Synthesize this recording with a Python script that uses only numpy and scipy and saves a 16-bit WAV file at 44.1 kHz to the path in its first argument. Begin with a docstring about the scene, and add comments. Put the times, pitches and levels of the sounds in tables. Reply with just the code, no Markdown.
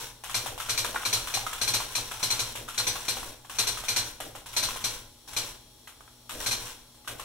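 """Daisy-wheel typewriter on a desk

Heard from just above the cover in a quiet room. Stepper motors whirr the wheel and carrier
into place, and the desk thuds along. Fingers knock the keys, exciting their damped modes.
A hammer slaps each letter onto the platen; the impact sets the frame chattering
and the metal of the carrier ringing."""
import sys
import numpy as np
from scipy import signal
from scipy.fft import rfft, irfft
from scipy.io import wavfile
from scipy.ndimage import uniform_filter1d

SR = 44100
rng = np.random.default_rng(int(sys.argv[2]) if len(sys.argv) > 2 else 0)


def generate_wav(sig):
    """Save sig (samples, or channels by samples) to the path in sys.argv[1] as 16-bit PCM at SR."""
    pcm = np.round(np.clip(np.atleast_2d(sig).T, -1, 1) * 32767).astype(np.int16)
    wavfile.write(sys.argv[1], SR, pcm)


N = 319284


def amp(db):
    return 10 ** (np.asarray(db) / 20)


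def unit_rms(x):
    return x / np.sqrt(np.mean(x ** 2) + 1e-20)


def curve_at(points, hz):
    """Interpolation on a logarithmic frequency axis."""
    f, value = np.transpose(points)
    return np.interp(np.log(hz + 1), np.log(f + 1), value)


def add(mix, onset, sound):
    """Superposition of a sound on the mix at its onset in seconds."""
    part = mix[:, round(onset * SR):][:, :sound.shape[1]]
    part += sound[:, :part.shape[1]]


def excite(response, force):
    """A linear system convolves its input with its impulse response."""
    return signal.oaconvolve(force, response)[:, :N]


def butterworth(x, order, hz, kind):
    return signal.sosfilt(signal.butter(order, hz, kind, fs=SR, output="sos"), x)


def colour(spectrum):
    """Minimum-phase impulse response of unit energy with the given spectral shape."""
    hz = abs(np.fft.fftfreq(2 ** 12, 1 / SR))
    log_gain = np.log(amp(np.maximum(curve_at(spectrum, hz), -100)))
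    phase = -signal.hilbert(log_gain).imag
    taps = np.fft.ifft(np.exp(log_gain + 1j * phase)).real[:2048]
    return taps[None] / np.linalg.norm(taps)


def ring(modes, seconds):
    """Free vibration: a sum of damped modes (f/Hz, level/dB, T60/s)."""
    t = np.arange(round(seconds * SR)) / SR
    return sum(amp(db - 60 * t / t60) * np.sin(2 * np.pi * hz * t) for hz, db, t60 in modes)[None]


def chatter(seconds, t60, rise, spread_db):
    """Loose parts rattle after a shock: two draws of uneven noise in exponential decay."""
    t = np.arange(round(seconds * SR)) / SR
    noise = rng.standard_normal((2, len(t)))
    flicker = unit_rms(uniform_filter1d(rng.standard_normal(len(t)), 40))
    clicks = unit_rms(noise * amp(spread_db * flicker))
    return clicks * (1 - np.exp(-t / rise)) * amp(-60 * t / t60)


# Spectral shapes of the steady noise: f/Hz, level/dB
RUMBLE_SPECTRUM = [(15, -15.5), (40, 0.5), (90, -7.5), (200, -15), (260, -10.5), (500, -12), (900, -16.5),
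                   (1500, -24)]
HISS_SPECTRUM = [(650, -40.5), (1100, -7.5), (1570, -16.5), (2550, -14.5), (3150, -5), (3410, 0.5),
                 (3530, -4), (4360, 0), (4880, -12), (5580, 1), (6680, -12), (7600, -5.5), (8740, -15.5),
                 (9770, -4), (12100, -18.5), (16000, -35.5)]
# Partials of the power supply: f/Hz, level/dB
HUM_PARTIALS = [(120, -66.5), (240, -69.5), (300, -76), (360, -85), (840, -72.5), (3305, -73)]


def background():
    """Stationary rumble and hiss, with a supply hum under slow amplitude modulation."""
    hz, t = np.fft.rfftfreq(N, 1 / SR), np.arange(N) / SR
    rumble, hiss = (unit_rms(irfft(rfft(rng.standard_normal((2, N))) * amp(curve_at(shape, hz)), N))
                    for shape in (RUMBLE_SPECTRUM, HISS_SPECTRUM))
    noise = rng.standard_normal((len(HUM_PARTIALS), N))
    wavers = unit_rms(uniform_filter1d(uniform_filter1d(noise, 3000), 3000))
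    hum = sum(amp(db + 3.03 * waver) * np.sqrt(2) * np.sin(2 * np.pi * (f * t + rng.random()))
              for (f, db), waver in zip(HUM_PARTIALS, wavers))
    return amp(-58) * rumble + amp(-58.5) * hiss + hum


def run_envelope(runs, rise, t60):
    """Linear rise, hold and exponential decay; the loudest run (t/s, duration/s, level/dB) prevails."""
    t = np.arange(0, N, 32) / SR
    onset, length, db = np.transpose(runs)[..., None]
    attack = np.clip((t - onset) / rise, 0, 1)
    gains = attack * amp(db - 60 * np.maximum(t - onset - length, 0) / t60)
    return np.interp(np.arange(N) / SR, t, gains.max(0))


# The wheel spins to a letter, stopping at the next blow: t/s, whirr level/dB
WHEEL_SPINS = [(0.24, -45.5), (0.585, -43), (0.97, -41.5), (1.2, -40), (1.47, -42), (1.82, -40.5),
               (2.085, -40.5), (2.69, -45.5), (2.96, -40), (3.5, -44), (3.76, -44), (4.46, -43.5),
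               (4.72, -45), (5.275, -43), (6.4, -37)]
# The carrier moves without printing: t/s, duration/s, whirr level/dB, drive level/dB, thud level/dB
CARRIER_MOVES = [(0.0, 0.0422, -37.5, 0.5, -9), (0.465, 0.0626, -48, 4.5, -3.5),
                 (0.848, 0.104, -42, 5.5, -8), (1.4, .06, -44, -3, -3.5), (2.558, 0.0727, -47.5, 3.5, -8.5),
                 (3.175, 0.1166, -43, 2.5, -9.5), (4.205, 0.077, -51.5, 3, -3.5),
                 (4.344, 0.057, -56.5, -5, -17), (6.317, 0.166, -44, 4.5, -3),
                 (6.6, 0.107, -40.5, -5, -0.5), (7.078, 0.0543, -53.5, 5, -1.5),
                 (7.182, 0.057, -48, -2.5, -12.5)]
# Spectral shapes of the motor whirr and the carrier groan: f/Hz, level/dB
WHIRR_SPECTRUM = [(88, -35), (150, -26.5), (649, -8.5), (1040, -4), (1170, -14.5), (1530, -8),
                  (1900, -14.5), (4000, -7), (4860, -15.5), (5910, -3.5), (6700, -18.5), (7600, -7.5),
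                  (8500, -22), (9500, -8), (10700, -21), (11900, -14.5), (12700, -21.5), (14800, -26),
                  (16000, -10.5)]
GROAN_SPECTRUM = [(100, -17), (200, -6.5), (290, 1.5), (380, -4.5), (500, 3), (650, 1.5), (1200, -20.5)]
# Desk resonances: thud (f/Hz, T60/s), then shake (f/Hz, half-bandwidth/Hz)
DESK_MODES = [(112.88, 0.106), (44.8, 22)]
STEP_WAIT_S, STEP_S, STEP_WHIRR_DB = 0.0195, 0.1047, -40  # carrier and ribbon advance after each blow


def motors():
    """Forced vibration: the rasp of gears and ribbon drives a whirr, a groan and the shaking desk."""
    blows = np.transpose(HAMMER_BLOWS)[0]
    spins = [(t, blows[blows > t][0] - t, db) for t, db in WHEEL_SPINS]
    steps = [(t + STEP_WAIT_S, STEP_S, STEP_WHIRR_DB) for t in blows]
    whirr_runs = spins + steps + [move[:3] for move in CARRIER_MOVES]
    drive_runs = [(t, length, 0) for t, length, _ in steps]
    drive_runs += [(t, length, db) for t, length, _, db, _ in CARRIER_MOVES]
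    shake_runs = [(t, length, min(db, 0)) for t, length, db in drive_runs]
    shake_runs += [(t, length, -4) for t, length, _ in spins]
    whirr = run_envelope(whirr_runs, rise=0.002, t60=0.333)
    groan = amp(-50.5) * run_envelope(drive_runs, rise=0.0071, t60=0.374)
    shake = amp(-50) * run_envelope(shake_runs, rise=0.0333, t60=0.52)
    rasp = rng.standard_normal((2, N))
    rasp *= amp(1.69 * unit_rms(uniform_filter1d(rng.standard_normal(N), 150)))  # roughness
    (thud_hz, thud_t60), (shake_hz, half_width) = DESK_MODES
    desk = ring([(shake_hz, 0, 1.11 / half_width), (thud_hz, -8, thud_t60)], 0.3)
    layers = [(whirr, colour(WHIRR_SPECTRUM)), (groan, colour(GROAN_SPECTRUM)), (shake, desk)]
    return sum(envelope * unit_rms(excite(body, rasp)) for envelope, body in layers)


THUD_DB, THUD_PEAK_S = -41, 0.0355
THUD_FADE_DB_PER_S = -0.94  # thuds weaken as the carrier travels along the line


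def desk_thuds():
    """Transient response: each jerk of the carrier makes one desk mode swell and fade."""
    t = np.arange(round(0.25 * SR)) / SR
    swell = (t / THUD_PEAK_S * np.exp(1 - t / THUD_PEAK_S)) ** 4.3
    thud = swell * np.sin(2 * np.pi * DESK_MODES[0][0] * t)
    jerks = [(onset, 0) for onset, _ in HAMMER_BLOWS] + [(onset, db) for onset, *_, db in CARRIER_MOVES]
    out = np.zeros((2, N))
    for onset, db in jerks:  # row 0 only: the part common to both sides
        add(out[:1], onset, amp(THUD_DB + db + THUD_FADE_DB_PER_S * onset) * thud[None])
    return out


# Knocks of keys and latches: t/s, level/dB, f/Hz, relative click level/dB
KEY_KNOCKS = [(0.004, -42, 875, 0), (0.237, -33, 1083, -0.5), (0.295, -30.5, 1098, -3),
              (0.461, -24, 801, -6.5), (0.577, -28.5, 920, -7.5), (0.6, -24.5, 1296, -6),
              (0.686, -32.5, 1334, -0.5), (0.846, -18.5, 1009, -9.5), (0.945, -22.5, 908, -17.5),
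              (0.959, -18, 1441, -17.5), (1.031, -28.5, 1300, -14.5), (1.058, -22, 1036, -11.5),
              (1.171, -30, 1330, -2), (1.271, -30, 1056, -1), (1.371, -23, 794, -10.5),
              (1.465, -20, 1310, -12.5), (1.529, -26, 1346, -5), (1.802, -20.5, 1077, -10),
              (1.983, -26.5, 776, -12.5), (2.113, -28.5, 1308, -4), (2.204, -35, 840, -6),
              (2.334, -32, 1064, -1), (2.553, -26.5, 764, -5), (2.679, -35, 1200, -6),
              (2.686, -26.5, 1334, -9), (2.8, -25, 1455, -15.5), (2.955, -27.5, 1128, -5.5),
              (3.169, -28.5, 760, -5.5), (3.23, -26.5, 1024, -19.5), (3.447, -38.5, 1035, -10.5),
              (3.496, -31.5, 1118, -4), (3.772, -28, 1305, -6), (3.837, -31, 770, -5.5),
              (4.202, -26, 794.5, -6.5), (4.351, -30.5, 826, -8), (4.459, -41, 1064, 0),
              (4.687, -24, 1069, -8), (4.759, -29, 1038, -5), (5.873, -35, 1610, -7),
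              (6.006, -38.5, 1244, -17), (6.078, -41, 1342, -16.5), (6.293, -34.5, 1365, 3),
              (6.406, -30, 1495, -19), (6.663, -39, 1090, 0), (6.945, -54, 1090, -3.5),
              (7.046, -48, 1200, -4), (7.075, -27, 1583, -4), (7.196, -28.5, 1112, -8)]
# Modes of a key: ratio to the knock's frequency, level/dB, T60/s
KEY_MODES = [(1.0027, 4, 0.016), (1.221, 0.5, 0.0102), (0.779, -10, 0.0315), (1.6, -11, 0.0188),
             (2.488, -8.5, 0.0094)]
# Spectral shape of a click: f/Hz, level/dB
CLICK_SPECTRUM = [(180, -31.5), (300, -18.5), (915, -2.5), (1340, 1.5), (1870, -4), (3400, 1.5),
                  (4910, -10.5), (5610, -5.5), (9550, -6), (16000, -15)]
LIFT_LEAD_S, LIFT_DB = 0.034, -36.5  # the ribbon clicks up before each blow


def keys_and_ribbon():
    """Impact on heavily damped plastic gives a dry knock; keys and ribbon add brittle clicks."""
    knocks, clicks = np.zeros((2, 2, N))
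    for t, db, hz, click_db in KEY_KNOCKS:
        shock = chatter(0.1, t60=0.0148, rise=0.000362, spread_db=4)
        shock += amp(-13.5) * chatter(0.1, t60=0.0796, rise=0.0023, spread_db=2.5)
        modes = [(hz * ratio, level, t60) for ratio, level, t60 in KEY_MODES]
        body = signal.fftconvolve(shock, ring(modes, 0.06), axes=1)
        add(knocks, t, amp(db + 1) * body / abs(body).max(1, keepdims=True))
        add(clicks, t, amp(db + click_db) * chatter(0.064, t60=0.256, rise=0.0008, spread_db=3))
    for t, _ in HAMMER_BLOWS:
        add(clicks, t - LIFT_LEAD_S, amp(LIFT_DB) * chatter(0.21, t60=0.2, rise=0.00065, spread_db=2.5))
    return butterworth(knocks, 2, 600, "high") + amp(-2.5) * excite(colour(CLICK_SPECTRUM), clicks)


# Blows of the hammer on the platen: t/s, level/dB
HAMMER_BLOWS = [(0.3442, -22), (0.694, -23.5), (0.7764, -22.5), (1.052, -24), (1.1283, -20.5),
                (1.339, -23.5), (1.6141, -23), (1.6764, -23), (1.7376, -21), (1.9524, -23.5),
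                (2.2284, -22.5), (2.3038, -23), (2.393, -23.5), (2.778, -23), (2.8685, -22.5),
                (3.0821, -23), (3.586, -20), (3.6707, -23), (3.8837, -23), (3.9623, -20), (4.5651, -21),
                (4.6284, -23.5), (4.841, -23.5), (5.3652, -23.5), (6.4613, -23), (6.511, -24)]
# Spectral shape of the rattle after each blow, as heard at the microphones,
# whose housing resonances give the treble peaks: f/Hz, level/dB
RATTLE_SPECTRUM = [(88, -22.5), (150, -21), (578, -12.5), (1530, -12.5), (1980, -14), (3700, -6),
                   (4080, -0.5), (4950, -10.5), (5790, -1.5), (6770, -12.5), (7600, -7.5), (8500, -11),
                   (9450, -6.5), (10600, -18), (11400, -14), (11900, -9), (12500, -21.5), (13800, -16.5),
                   (16000, -39.5)]
# Modes of the carrier's metal: f/Hz
CARRIER_MODE_HZ = [1039, 1600, 2382, 2461, 3505, 3851, 4042, 4117, 4168, 4235, 4300, 5722, 5838, 5963, 6302]
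# Strength and decay of those modes: level/dB, T60/s
CARRIER_MODE_DECAYS = [(-12.5, 0.172), (-5, 0.07), (-0.5, 0.098), (1, 0.0463), (-0.5, 0.0333), (-28, 0.082),
                       (-28.5, 0.14), (-8, 0.21), (5, 0.138), (-1.5, 0.0433), (-24.5, 0.094), (-17, 0.063),
                       (-4, 0.074), (4.5, 0.13), (-4.5, 0.12)]
CROSSOVER_HZ = 7420  # the finer rattle above this builds up a moment later


def hammer():
    """Impact excitation: each blow slaps the platen, rattles the frame and rings the carrier's modes."""
    crack, rattle, fine, impulse = np.zeros((4, 2, N))
    for t, db in HAMMER_BLOWS:
        # the type lands and bounces
        add(crack, t, amp(db) * chatter(0.013, t60=0.0344, rise=0.000057, spread_db=1.5))
        add(rattle, t, amp(db) * chatter(0.35, t60=0.2386, rise=0.00386, spread_db=1.5))
        add(impulse, t, amp(db + 13.5) * np.ones((2, 1)))
        add(fine, t, amp(db + 2.5) * chatter(0.55, t60=0.1542, rise=0.00675, spread_db=-0.5))
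    slap = amp(-14.5) * butterworth(crack, 3, [900, 6500], "band")
    full_rattle = butterworth(rattle, 4, CROSSOVER_HZ, "low") + butterworth(fine, 4, CROSSOVER_HZ, "high")
    heard_rattle = excite(colour(RATTLE_SPECTRUM), full_rattle)
    modes = [(hz, db, t60) for hz, (db, t60) in zip(CARRIER_MODE_HZ, CARRIER_MODE_DECAYS)]
    carrier_force = impulse + amp(-4.5) * crack + amp(-21.5) * rattle
    return slap + heard_rattle + amp(-27.5) * excite(ring(modes, 0.4), carrier_force)


def room(x, low_t60=0.5, high_t60=0.1596):
    """Diffuse reverberation: the treble decays faster, so the tail dulls as it dies."""
    t = np.arange(SR // 2) / SR
    noise = rng.standard_normal((2, len(t)))
    low = signal.lfilter([0.3], [1, -0.7], noise)
    tail = low * amp(-60 * t / low_t60) + (noise - low) * amp(-60 * t / high_t60)
    tail *= t > 0.006  # delay of the first reflection
    return signal.oaconvolve(x, tail / np.linalg.norm(tail[0]), axes=1)[:, :N]


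# Likeness of left and right: f/Hz, coherence
COHERENCE = [(60, 1), (125, 0.975), (250, 0.923), (500, 0.303), (1000, 0.857), (2000, 0.214), (4000, 0.358),
             (6000, 0.137), (8500, 0.985), (11000, 1), (12000, 0.81), (14500, 1)]
# Lead of left over right: f/Hz, phase/rad
PHASE_LEAD = [(150, 0), (520, 0.49), (950, 0.44), (3270, -0.2), (4480, -2.083), (5860, 0.52)]
# Excess of left over right: f/Hz, level/dB
LEVEL_DIFFERENCE = [(60, 1), (150, -0.91), (380, -0.5), (950, 2.5), (2380, .5), (4500, 2), (9000, 2)]


def microphone_pair(sound):
    """Partial coherence: two close ports hear row 0 in common and row 1 with opposite signs."""
    mid, side = rfft(sound)
    hz = np.fft.rfftfreq(N, 1 / SR)
    coherence = np.clip(curve_at(COHERENCE, hz), 0, 1)
    mid *= np.sqrt((1 + coherence) / 2)
    side *= np.sqrt((1 - coherence) / 2)
    # each port takes half the phase and level difference
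    bias = np.exp(0.5j * curve_at(PHASE_LEAD, hz)) * amp(curve_at(LEVEL_DIFFERENCE, hz) / 2)
    return irfft(np.array([(mid + side) * bias, (mid - side) / bias]), N)


def scene():
    """Superposition of machine, reverberation, desk and background at the microphones."""
    machine = hammer() + keys_and_ribbon() + motors()
    return microphone_pair(machine + amp(-9) * room(machine) + desk_thuds() + background())


def record(dry, cutoff_hz=15780):
    """Band limiting by a linear-phase low-pass filter."""
    taps = signal.firwin(1023, cutoff_hz, window=("kaiser", 9), fs=SR)
    return signal.oaconvolve(dry, taps[None], "same")


dry = scene()
out = record(dry)
generate_wav(out)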